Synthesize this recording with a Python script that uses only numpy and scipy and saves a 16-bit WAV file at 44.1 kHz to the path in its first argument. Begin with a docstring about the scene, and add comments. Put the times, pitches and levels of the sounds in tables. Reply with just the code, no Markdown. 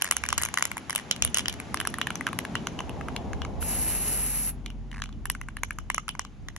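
"""First you hear a ball clacking inside a shaken spray can: noise bursts and dying tones for steel.
The valve then opens for one hissing burst of coloured noise, and the ball clacks again afterwards.
Behind it a car passes and slows down: exhaust and tyre noise plus a sinking engine tone, over far hiss.
A light breeze, made of low noise in gusts, buffets two microphone ports near the can.
The ground, the table and nearby house walls send back short echoes."""
import sys
import numpy as np
from scipy import signal
from scipy.fft import rfft, irfft, next_fast_len
from scipy.io import wavfile
from scipy.ndimage import uniform_filter1d, map_coordinates

SR = 44100
rng = np.random.default_rng(int(sys.argv[2]) if len(sys.argv) > 2 else 0)


def master_out(mix):
    """Clip the mix to full scale and print it as 16-bit PCM to the path in sys.argv[1]."""
    frames = np.transpose(np.atleast_2d(mix))
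    ceiling = np.clip(frames, -1, 1)
    pcm = np.round(ceiling * 32767).astype(np.int16)
    wavfile.write(sys.argv[1], SR, pcm)


N = 290178

# Far hiss of the open air: (time [s], level [dB])
AIR_LEVEL = [(0, -48), (.9, -50), (2.5, -50), (3.5, -54.5), (4.3, -55.5), (4.75, -63.5), (6.0, -63.5),
             (6.58, -63)]
# Colours of the street sounds and the wind, relative levels: (frequency [Hz], level per Hz [dB])
EXHAUST_COLOUR = [(50, -27), (100, -4), (170, 0), (250, 0), (320, -7.5), (450, -16), (900, -73.5)]
TYRE_COLOUR = [(200, -6), (370, 3.5), (550, 0.5), (800, 2), (1100, -6.5), (1600, -32.5), (3500, -84)]
FAR_HISS_COLOUR = [(500, 0), (1200, 10), (2800, 5), (4500, -2), (7000, -3), (8500, -19.5), (10500, -8.5),
                   (11800, -19.5), (13000, -56)]
WIND_COLOUR = [(20, -35), (32, -10), (45, -2.5), (70, 11), (110, 2.5), (200, -21), (400, -24.5),
               (1000, -64.5)]
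# Parts of the engine tone, relative levels: (multiple of the firing rate [1], level [dB])
ENGINE_PARTS = [(1, -1), (2, -15), (3, -12), (5, -14.5)]
# Gusts of wind: (time [s], level [dB], length [s])
WIND_GUSTS = [(0.34, -39.5, 0.13), (0.604, -51.5, 0.17), (1.254, -35.5, 0.033), (1.7, -45, 0.57),
              (3.408, -35, 0.5), (5.2, -43, 0.85), (6.503, -43, 0.13)]
# Colour of the spray jet, relative: (frequency [Hz], level per Hz [dB])
JET_COLOUR = [(400, -19), (1100, -15.5), (2900, -13), (3300, -21), (5500, -15.5), (6800, -12), (7600, -10),
              (8500, -17.5), (9400, -10.5), (10250, 6), (10900, 1.5), (12000, -12.5), (13600, -17.5),
              (15500, -23)]
# How far the left port leads for the jet: (frequency [Hz], lead [radians])
JET_LEAD = [(3000, -7), (3400, -2), (4800, 3), (5500, 5.5), (7000, 9.5), (8000, 10.5), (9650, 9),
            (12000, 12.5), (13800, 13.5), (15500, 17)]
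# The jet's opposite-sign part at the two ports, against the shared part: (frequency [Hz], level [dB])
JET_WIDTH = [(2800, -36), (3300, -3), (5500, -8), (7000, -4), (13000, -33), (14500, -3.5)]
# Ball strikes, and one knock as the valve is pressed:
# (time [s], strength over STRIKE_S [dB], treble over wall ring [dB],
#  tick over clack [dB], wall ring [Hz], clack [Hz])
STRIKES_AND_KNOCK = [(0.013, -35, 4, 0, 1700, 6500), (0.021, -18.5, 7.5, 2, 2710, 7500),
                     (0.044, -24.5, 4, 2, 1640, 6800), (0.111, -15.5, 7, 1.5, 1940, 7600),
                     (0.1222, -25, -1.5, 11, 2310, 4700), (0.1663, -21, 7.5, 0, 1390, 6650),
                     (0.2372, -23.5, -5.5, -3, 2270, 7900), (0.2528, -33.5, -8, -2, 2300, 6500),
                     (0.2622, -33.5, 0, -1, 1840, 5620), (0.2878, -23.5, 5.5, -3.5, 2420, 7540),
                     (0.3028, -30.5, 5, -8, 1650, 5600), (0.3271, -19, -3, -2, 1124, 4560),
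                     (0.3785, -19, 8, 1, 1420, 7200), (0.3831, -27, 1, -3, 2100, 4720),
                     (0.4153, -28, -1, 5, 2030, 6460), (0.422, -26, 12, 12, 2580, 7060),
                     (0.434, -21.5, 7.5, -1, 1350, 6850), (0.4511, -24, 11, 5, 2410, 6500),
                     (0.459, -30, 0, -3, 2260, 6520), (0.4867, -32.5, -2, 2, 2150, 5430),
                     (0.54, -24.5, 4, -2, 1050, 7700), (0.5734, -19, -7, -5, 2020, 4910),
                     (0.5848, -24.5, -3, -1, 1870, 4220), (0.5946, -33, 2.5, 4, 1060, 6120),
                     (0.6086, -33.5, -12, -4, 1920, 4570), (0.624, -17, 1.5, -2, 2220, 7300),
                     (0.6527, -22.5, 6.5, -1, 2030, 8100), (0.7152, -27.5, -5.5, 5, 2210, 4460),
                     (0.769, -29, -4, 2, 935, 6950), (0.7792, -32, 0.5, 12, 2240, 6160),
                     (0.8963, -26, -0.5, 5, 2090, 4940), (0.9057, -26, 3.5, 0, 2080, 5630),
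                     (0.9283, -31.5, -3.5, 0, 1820, 6030), (0.95, -28.5, 9.5, 4, 970, 8100),
                     (0.9584, -19.5, 13.5, 4, 1250, 2700), (0.9789, -32, 0, -4, 2150, 7900),
                     (0.988, -35.5, -3, -1, 1920, 4500), (0.997, -36.5, -4.5, -6, 1900, 4400),
                     (1.1112, -17, 15, -11, 2060, 4730), (1.162, -36.5, 3, -2, 2190, 4660),
                     (1.2223, -16, 16, -9.5, 1250, 5750), (1.2484, -17.5, 16.5, 12, 1250, 3140),
                     (1.275, -34, 8.5, -2, 2220, 3400), (1.344, -18, 17, -6, 1730, 6850),
                     (1.3711, -20, 9.5, 1.5, 1900, 3460), (1.3835, -21.5, 13.5, -3, 2450, 7940),
                     (1.392, -25.5, 5.5, -7, 2070, 3040), (1.4571, -26.5, 4.5, -25, 1830, 3320),
                     (1.482, -21.5, 10, -8, 1790, 3600), (1.496, -30.5, 11, -6, 2330, 3460),
                     (1.526, -36, 6.5, -3, 2280, 5000), (1.539, -39, 1, -1, 2120, 5440),
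                     (1.6, -31, -2.5, 9, 2270, 6500), (1.743, -22, -3.5, 4, 1140, 5100),
                     (1.7719, -31, -0.5, -10, 1740, 3800), (1.8009, -24, 4.5, 0, 1590, 3060),
                     (1.8118, -28.5, -5, 6, 1930, 3790), (1.8514, -28, -10.5, 0, 1670, 3850),
                     (1.872, -21.5, 5, 6, 1320, 5360), (1.9404, -28, -4, -1, 1817, 4200),
                     (1.9847, -28, -4.5, 10, 1150, 3960), (2.014, -21.5, 0, -15, 1850, 2960),
                     (2.0697, -24, -5.5, -4, 1760, 2950), (2.104, -26.5, -5, -4, 1390, 3220),
                     (2.155, -29, 6.5, -9, 2390, 5960), (2.209, -27, -11.5, 7, 2000, 8050),
                     (2.267, -21, -7, -4.5, 1580, 3200), (2.2762, -29.5, -10, -13, 1360, 3450),
                     (2.2877, -32.5, -11.5, 3, 1270, 5790), (2.3298, -29.5, -7, 3, 1090, 4010),
                     (2.3885, -23.5, 1, -0.5, 2020, 5200), (2.4503, -30, -7, -1, 1650, 4200),
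                     (2.553, -22.5, -4, -11, 1420, 3050), (2.6699, -25, 0, -10.5, 1430, 6100),
                     (2.79, -30, 5.5, -18, 1060, 2850), (2.804, -29, -8.5, -8, 1043, 6300),
                     (2.8938, -36.5, 1, -6, 1010, 3340), (3.0104, -34.5, -15.5, -7, 1282, 7620),
                     (3.0842, -30.5, -11, -1, 1230, 4410), (3.1627, -28.5, 2, -10.5, 2260, 2900),
                     (3.332, -33, -7, -9, 1630, 4240), (3.418, -31.5, 0.5, -22, 1610, 2960),
                     (3.4492, -33.5, -8, -10, 1230, 6270), (3.6257, -32, -2.5, -2, 1400, 3100),
                     (4.6609, -34, 3.5, -12, 2240, 3080), (4.702, -42.5, 5, -10, 1370, 3160),
                     (4.9145, -42.5, 2, -9, 1980, 3500), (5.0192, -28, -1.5, -14, 1710, 3800),
                     (5.038, -35.5, -0.5, -6, 2360, 6120), (5.0578, -43.5, 2.5, -15, 1290, 3170),
                     (5.0905, -46, -7, -12, 1140, 3360), (5.1262, -50.5, 12, -18, 1160, 3220),
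                     (5.2551, -28.5, 0, 7.5, 1730, 7950), (5.2994, -20.5, 5.5, 7.5, 1940, 5470),
                     (5.3497, -34, -10.5, -3, 1503, 7450), (5.4134, -34, -7, 1, 2000, 6200),
                     (5.4857, -34.5, -11.5, 0, 1530, 7580), (5.568, -32, -6.5, 4, 1740, 4130),
                     (5.6335, -22.5, -3, -3, 2200, 6400), (5.707, -27.5, -8.5, 3, 1690, 7800),
                     (5.786, -31.5, -5.5, -4.5, 1210, 6900), (5.9006, -21, -6.5, -2, 2135, 8260),
                     (5.9448, -24, 5.5, -2, 2770, 6550), (5.9802, -21.5, -11, -7, 1270, 6500),
                     (6.0807, -29.5, -5, 0, 1280, 6640), (6.0902, -26, 3, -4.5, 2600, 3270),
                     (6.151, -37.5, -12.5, -10, 1020, 6290), (6.1936, -24.5, -0.5, -9, 1105, 7860),
                     (6.2494, -38.5, -2, -14, 1130, 2890), (6.4848, -34, -2.5, -9, 1930, 7840),
                     (6.5632, -35, 0, 1, 2000, 7100)]
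# Colours of the parts of a strike, relative: (frequency [Hz], level per Hz [dB])
THUMP_COLOUR = [(200, -27.5), (650, 1.5), (1300, -23)]
CLACK_COLOUR = [(1500, -37.5), (2400, -0.5), (2900, 8), (3600, 0), (4300, -2), (5200, -3), (6800, 3),
                (8000, -5.5), (10500, -55)]
TICK_COLOUR = [(6000, -26), (7800, -0.5), (9000, -1), (10400, 8.5), (11300, -2), (12200, -14.5),
               (13200, -29), (16000, -49)]
# The ball rolling along the wall: (start [s], end [s], strength of a bump [dB], grit over ring [dB])
BALL_ROLLS = [(0.055, 0.085, -34, -3.5), (0.388, 0.46, -42.5, -6), (1.352, 1.408, -40, 6),
              (4.928, 4.997, -44, -11)]
# Colour of the rolling grit, relative: (frequency [Hz], level per Hz [dB])
GRIT_COLOUR = [(1800, -10), (3000, -0.5), (4500, 4), (10800, -1), (13500, -53)]
# Lowest ringing modes of the wall, relative levels: (frequency [Hz], level [dB])
SHELL_MODES = [(1100, 0), (1560, -0.5), (2120, -2), (2620, -6.5)]
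# After-ring of the whole can, relative levels: (frequency [Hz], level [dB], time to fall 60 dB [s])
BODY_MODES = [(1420, 4, 0.054), (2340, 4, 0.085), (2956, 6.5, 0.13), (3450, -2, 0.13), (4030, -0.5, 0.079),
              (5630, -3, 0.12), (6400, -12.5, 0.34)]
# How far the left port leads, can close by and across the table: (frequency [Hz], lead [radians])
CLOSE_LEAD = [(1700, 0.47), (2300, -1.8), (4400, -2.5), (5300, 0.5), (6500, 1.48), (8000, 2.5), (9300, 1),
              (10000, 3.5), (12500, 6.5)]
FAR_LEAD = [(2200, 0.11), (3000, 0), (4300, 1.7), (5200, 4), (6500, 7.5), (8000, 9.5), (9300, 7),
            (10000, 9.5), (12500, 13.5)]

# The car: (time when nearest [s], time from there until 3 dB down [s], level when nearest [dB])
EXHAUST_PASS = (2.16, 0.94, -39.5)
TYRE_PASS = (3.34, 1.0, -42.5)
BRAKE_S, BRAKE_LENGTH_S = 4.05, 0.78
BRAKE_DB, THROTTLE_DB = 10.5, 5.5  # loss of tyre noise and of upper exhaust rumble as the car slows
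TAILPIPE_DB = 3.5  # gained behind the car, lost in front of it
# The engine tone swells, holds and fades while its pitch sinks
FIRING_HZ, SAG_HZ_PER_S = 48.6, 3.4  # the pitch is given at the top of the swell
SWELL_S, HOLD_S = 3.75, 1.24  # top of the swell, then length of the hold
FIRING_DB, SWELL_DB_PER_S, FADE_DB_PER_S = -38.5, 13.5, 8
BREEZE_DB = -58  # steady part of the wind
HOUSE_S, HOUSE_DB = .052, -4  # delay of the house wall, and its peak against the tail
# The valve spurts half open, then fully
OPEN_S, FULL_S, CLOSE_S = 3.602, 3.685, 4.497
ATTACK_S, RELEASE_S = 0.022, 0.011
JET_DB, HALF_OPEN_DB = -28, 4  # full flow, and the loss while half open
HISS_START_DB, HISS_SAG_DB_PER_S = 1.5, 4.5  # gain of the broad hiss under the whistle
STRIKE_S = .005  # strike levels are averaged over this time
WALL_T60_S, WALL_SOFT_GROWS, WALL_RISE_S = 0.0093, .25, 0.00075  # soft blows ring longer
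MAIN_MODE_DB = 6.5  # the mode under the ball stands out
ROLL_HZ, BUMPS_PER_S = 1850, 97  # wall note and bump rate, both varied from bump to bump
ECHO_S, ECHO_SMEAR_S, ECHO_SCATTER = 0.016, 0.0037, 0.202  # typical delay, smear, spread of delays
ECHO_LOW_DB, ECHO_HIGH_DB = -18, -19
BODY_DB, SYMPATHY_DB, SYMPATHY_OCTAVES = -23.5, 6, 0.51  # body rings most near the clack's pitch
FAR_FROM_S, FAR_TO_S = 1.65, 5.85  # the can is across the table
TOP_HZ = 15800


def amp(db):
    """Turn decibels into a gain."""
    return 10 ** (np.asarray(db) / 20)


def unit(x):
    """Scale a sound to an average (rms) level of 1."""
    return x / np.sqrt(np.mean(x ** 2) + 1e-20)


def along(points, hz):
    """Read a curve of (frequency, value) points, spaced as the ear hears pitch."""
    f, v = np.transpose(points)
    return np.interp(np.log(hz + 1), np.log(f + 1), v)


def curves(rows):
    """Draw one value per sample for each column after the time."""
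    s, *columns = np.transpose(rows)
    return [np.interp(np.arange(N) / SR, s, column) for column in columns]


def wobble(rate):
    """Draw a smooth random curve with this many random points a second."""
    points = rng.standard_normal(int(N * rate / SR) + 4)
    return map_coordinates(points, [np.arange(N) * rate / SR])


def filtered(x, response):
    """Change the strength and phase of each frequency by a given response."""
    m = next_fast_len(N + SR // 2)
    return irfft(rfft(x, m) * response(np.fft.rfftfreq(m, 1 / SR)), m)[..., :N]


def causal(gain):
    """Give a gain curve the phase that makes it act as promptly as possible (minimum phase)."""
    cepstrum = irfft(np.log(np.maximum(gain, 1e-6)))
    half = cepstrum.shape[-1] // 2
    fold = np.r_[1, np.full(half - 1, 2), 1, np.zeros(half - 1)]
    return np.exp(rfft(cepstrum * fold))


def rush(colour, side_db):
    """Make steady stereo noise; side_db sets the part with opposite sign at the two ports."""
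    noise = rng.standard_normal((2, N))
    mid, side = filtered(noise, lambda hz: amp(along(colour, hz))) * amp([[0], [side_db]])
    return unit(np.array([mid + side, mid - side]))


def ports(x, lead):
    """Shift the phase between the two ports by an amount that depends on frequency."""
    return filtered(x, lambda hz: np.exp(.5j * along(lead, hz) * np.array([[1], [-1]])))


def placed(times, sounds, db):
    """Lay short stereo sounds on the time line at their levels."""
    out = np.zeros((2, N + SR))
    for s, sound, gain in zip(times, sounds, amp(db)):
        start = max(round(s * SR), 0)
        out[:, start:][:, :sound.shape[-1]] += gain * sound
    return out[:, :N]


def split(db, ratio_db):
    """Share a level between two parts, the second ratio_db above the first."""
    first = db - 10 * np.log10(1 + amp(ratio_db) ** 2)
    return first, first + ratio_db


def one_strike(x):
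    """Scale each short stereo sound to the energy of one strike at 0 dB."""
    return x / np.sqrt(np.sum(x ** 2, axis=(1, 2), keepdims=True) / (2 * STRIKE_S * SR))


def passing(nearest_s, span_s, db):
    """Give the level of something driving past in a straight line: distance makes it fainter."""
    return db - 10 * np.log10(1 + ((np.arange(N) / SR - nearest_s) / span_s) ** 2)


def exhaust_rumble(braked):
    """Exhaust noise is louder from behind the car; its upper rumble drops as the car slows."""
    behind = np.tanh(np.arange(N) / SR - EXHAUST_PASS[0])
    level_db = passing(*EXHAUST_PASS) + TAILPIPE_DB * behind + wobble(14)
    exhaust = amp(level_db) * rush(EXHAUST_COLOUR, side_db=-15.5)
    upper = filtered(exhaust, lambda hz: 1 - 1 / (1 + (hz / 200) ** 4))
    return exhaust - upper + amp(-THROTTLE_DB * braked) * upper


def tyre_roar(braked):
    """Tyres make a broad roar that weakens with distance and as the car slows."""
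    level_db = passing(*TYRE_PASS) - BRAKE_DB * braked + wobble(6.5)
    return amp(level_db) * rush(TYRE_COLOUR, side_db=-6.5)


def engine_tone():
    """Regular firing makes a low tone with overtones, sinking in pitch as the engine winds down."""
    age = np.arange(N) / SR - SWELL_S
    swell_db = SWELL_DB_PER_S * np.maximum(-age, 0)
    fade_db = FADE_DB_PER_S * np.maximum(age - HOLD_S, 0)
    turn = 2 * np.pi * np.cumsum(FIRING_HZ - SAG_HZ_PER_S * age) / SR
    tone = sum(amp(db + wobble(9.8)) * np.sin(round(k) * (turn + 0.29 * wobble(5)))
               for k, db in ENGINE_PARTS)
    return amp(FIRING_DB - swell_db - fade_db) * np.sqrt(2) * tone


def street():
    """A passing car adds rumble, roar and tone to the far hiss of the open air."""
    braked = np.clip((np.arange(N) / SR - BRAKE_S) / BRAKE_LENGTH_S, 0, 1)
    car_noise = (exhaust_rumble(braked) + tyre_roar(braked)) * amp([[.8], [-.8]])
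    air_db, = curves(AIR_LEVEL)
    far_hiss = amp(air_db + .5 * wobble(8.2)) * rush(FAR_HISS_COLOUR, side_db=-4.5)
    return car_noise + engine_tone() + far_hiss


def breeze():
    """Gusts swell and die away over a faint steady wind; their lumps push on each port separately."""
    t = np.arange(N) / SR
    gusts = sum(amp(db) ** 2 * np.exp(-((t - s) / length) ** 2) for s, db, length in WIND_GUSTS)
    power = amp(BREEZE_DB) ** 2 + gusts
    lumps = amp(2.05 * np.array([wobble(7.9), wobble(10)]))
    return np.sqrt(power) * unit(lumps * rush(WIND_COLOUR, side_db=3.0))


def yard(x, t60, size=16384):
    """Table and house fronts scatter a thin tail; the nearest wall answers a little later."""
    t = np.arange(size) / SR
    house = amp(HOUSE_DB) * np.exp(-((t - HOUSE_S) / .005) ** 2)
    fading = amp(-60 * t / t60) * (1 - np.exp(-t / 0.0024))
    tail = rng.standard_normal((2, size)) * (fading + house)
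    return signal.fftconvolve(x, tail / np.linalg.norm(tail[0]), axes=1)[:, :N]


def spray():
    """A rough jet of gas whistles at the nozzle; its broad hiss thins as the can moves over the table."""
    t = np.arange(N) / SR
    age = np.maximum(t - OPEN_S, 0)
    valve = np.minimum(age / ATTACK_S, 1) * np.exp(-np.maximum(t - CLOSE_S, 0) / RELEASE_S)
    flow_db = JET_DB - HALF_OPEN_DB * np.clip((FULL_S - t) / RELEASE_S, 0, 1)

    def mid_side_gain(hz):
        side = amp(along(JET_WIDTH, hz))
        return amp(along(JET_COLOUR, hz)) * [np.ones_like(hz), side] / np.hypot(1, side)

    mid, side = filtered(rng.standard_normal((2, N)), mid_side_gain)
    jet = ports(unit(np.array([mid + side, mid - side])), JET_LEAD)
    broad = filtered(jet, lambda hz: hz < 8600)
    low = filtered(jet, lambda hz: hz < 4400)
    whistle = jet - broad
    # The two bands of hiss waver separately
    swirl = sum(amp(.9 * wobble(16)) * band for band in (low, broad - low))
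    hiss = amp(HISS_START_DB - HISS_SAG_DB_PER_S * age) * swirl
    return valve * amp(flow_db + 1.0 * wobble(45)) * (whistle + hiss)


def bursts(colour, t60, rise, side_db, ring_hz=None, width_hz=1, ring_db=0,
           count=len(STRIKES_AND_KNOCK), size=2048):
    """Each contact is a short noise, coloured by the steel and by that spot's own resonances."""
    t, hz = np.arange(size) / SR, np.fft.rfftfreq(size, 1 / SR)
    stretch = np.exp(.15 * rng.standard_normal((count, 1, 1)))  # glancing blows last longer
    envelope = (1 - np.exp(-(t / (rise * stretch)) ** 2)) * amp(-60 * t / (t60 * stretch))
    noise = rng.standard_normal((count, 3, size)) * envelope
    contact = noise[:, :1] + amp(side_db) * noise[:, 1:]  # shared part plus one part per port
    gain = amp(along(colour, hz))
    if ring_hz is not None:
        main = ring_hz[:, None, None]
        step = rng.choice([-1, 1], main.shape)
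        neighbour = main * 1.47 ** step  # the next mode up or down rings too

        def peak(centre):
            return 1 / (1 + (2 * (hz - centre) / width_hz) ** 2)

        gain = gain * np.sqrt(1 + amp(ring_db) ** 2 * (peak(main) + .5 * peak(neighbour)))
    return one_strike(irfft(rfft(contact) * causal(gain)))


def wall_rings(wall_hz, hard_db, size=2048):
    """A blow rings the wall as clean dying tones; the mode nearest to the spot's note leads."""
    t = np.arange(size) / SR
    mode_hz, mode_db = np.transpose(SHELL_MODES)
    detune = np.log(wall_hz[:, None] / mode_hz)
    main = np.abs(detune) == np.abs(detune).min(axis=1, keepdims=True)
    drift, share, turn, pan = np.moveaxis(rng.standard_normal(detune.shape + (4,)), -1, 0)
    # The paint detunes the other modes from spot to spot
    hz = np.where(main, wall_hz[:, None], mode_hz * np.exp(.05 * drift))
    t60 = WALL_T60_S * amp(-WALL_SOFT_GROWS * hard_db)[:, None, None]
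    envelope = amp(-60 * t / t60) * (1 - np.exp(-(t / WALL_RISE_S) ** 2))
    tones = np.sin(2 * np.pi * (hz[..., None] * t + turn[..., None])) * envelope
    db = mode_db + MAIN_MODE_DB * main + 2 * share
    return one_strike(amp(np.stack([db + pan, db - pan], axis=1)) @ tones)


def body_rings(clack_hz, width, bloom, size=6144):
    """Close groups of body modes ring on, blooming as the blow spreads round the can."""
    t, hz = np.arange(size) / SR, np.fft.rfftfreq(size, 1 / SR)
    noise = rfft(rng.standard_normal((len(clack_hz), 2, size)))

    def cluster(centre):
        return unit(irfft(noise / (1 + ((hz / centre - 1) / width) ** 2)))

    def share(centre):
        near = np.exp(-(np.log2(centre / clack_hz) / SYMPATHY_OCTAVES) ** 2)
        chance_db = 2 * rng.standard_normal(len(clack_hz))
        return amp(SYMPATHY_DB * near + chance_db)[:, None, None]

    rings = sum(share(centre) * amp(db - 60 * t / t60) * cluster(centre)
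                for centre, db, t60 in BODY_MODES)
    return (1 - np.exp(-t / bloom)) * rings


def off_the_ground(sounds):
    """Each short sound comes back smeared from the ground, earlier or later as the can moves."""
    t = np.arange(sounds.shape[-1]) / SR
    delay = ECHO_S * np.exp(ECHO_SCATTER * rng.standard_normal((len(sounds), 1, 1)))
    paths = rng.standard_normal(sounds.shape) * np.exp(-((t - delay) / ECHO_SMEAR_S) ** 2)
    paths = paths / np.linalg.norm(paths, axis=-1, keepdims=True)
    return irfft(rfft(sounds) * rfft(paths))


def from_the_can(x):
    """The ports hear the can from one direction close by, from another across the table."""
    t = np.arange(N) / SR
    away = ((t > FAR_FROM_S) & (t < FAR_TO_S)).astype(float)
    far = uniform_filter1d(away, SR // 20)  # smooth each move
    return ports(far * x, FAR_LEAD) + ports((1 - far) * x, CLOSE_LEAD)


def rolling():
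    """The ball skips along the wall in small uneven bumps, each a ring and a little grit."""
    out = np.zeros((2, N))
    for start, end, db, grit_db in BALL_ROLLS:
        count = max(round(abs(end - start) * BUMPS_PER_S) + 1, 2)
        slip, push, bend = rng.standard_normal((count, 3)).T
        times = start + (np.arange(count) + .17 * slip) / BUMPS_PER_S
        ring = wall_rings(ROLL_HZ * np.exp(.1 * bend), np.zeros(count))
        grit = bursts(GRIT_COLOUR, t60=.016, rise=.001, side_db=-10, count=count)
        out += placed(times, ring, db + 2 * push)
        out += placed(times, grit, db + grit_db + 2 * push)
    return out


def can():
    """Each strike is ring, clack, tick and thump with a soft noisy onset, then a body ring."""
    s, db, hard_db, sheen_db, wall_hz, clack_hz = np.transpose(STRIKES_AND_KNOCK)
    wall_db, treble_db = split(db, hard_db)
    clack_db, tick_db = split(treble_db, sheen_db)

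    wall = wall_rings(wall_hz, hard_db)
    clack = bursts(CLACK_COLOUR, t60=.0036, rise=.002, side_db=-6,
                   ring_hz=clack_hz, width_hz=900, ring_db=9.5)
    tick_hz = 11100 * np.exp(.045 * rng.standard_normal(len(s)))  # each spot has its own top note
    tick = bursts(TICK_COLOUR, t60=.0035, rise=.002, side_db=-10,
                  ring_hz=tick_hz, width_hz=900, ring_db=7)
    soft_onset = bursts(CLACK_COLOUR, t60=.01, rise=.004, side_db=-7)
    thump = bursts(THUMP_COLOUR, t60=.004, rise=.001, side_db=-14)  # the base flexes

    blows = placed(s, wall, wall_db) + placed(s, clack, clack_db) + placed(s, tick, tick_db)
    blows += placed(s - .002, soft_onset, treble_db - 18)
    blows += placed(s, thump, treble_db - 21.5)  # stronger when the blow has more treble
    echoed = [(wall, wall_db + ECHO_LOW_DB), (clack, clack_db + ECHO_HIGH_DB),
              (tick, tick_db + ECHO_HIGH_DB)]
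    echo = sum(placed(s, off_the_ground(part), level) for part, level in echoed)

    # The clack drives the body most
    force = amp(wall_db - 11.0) ** 2 + amp(clack_db) ** 2 + amp(tick_db - 12) ** 2
    body = body_rings(clack_hz, width=.045, bloom=.005)
    after_ring = placed(s, body, 10 * np.log10(force) + BODY_DB)
    return from_the_can(blows + rolling()) + echo + after_ring


def scene():
    """Put the can and its jet in the yard, the street behind and the wind on the microphone."""
    near = can() + spray()
    return near + amp(-27) * yard(near, t60=0.13) + street() + breeze()


def record(dry):
    """Keep only what lies below the upper frequency limit."""
    return filtered(dry, lambda hz: hz < TOP_HZ)


dry = scene()
out = record(dry)
master_out(out)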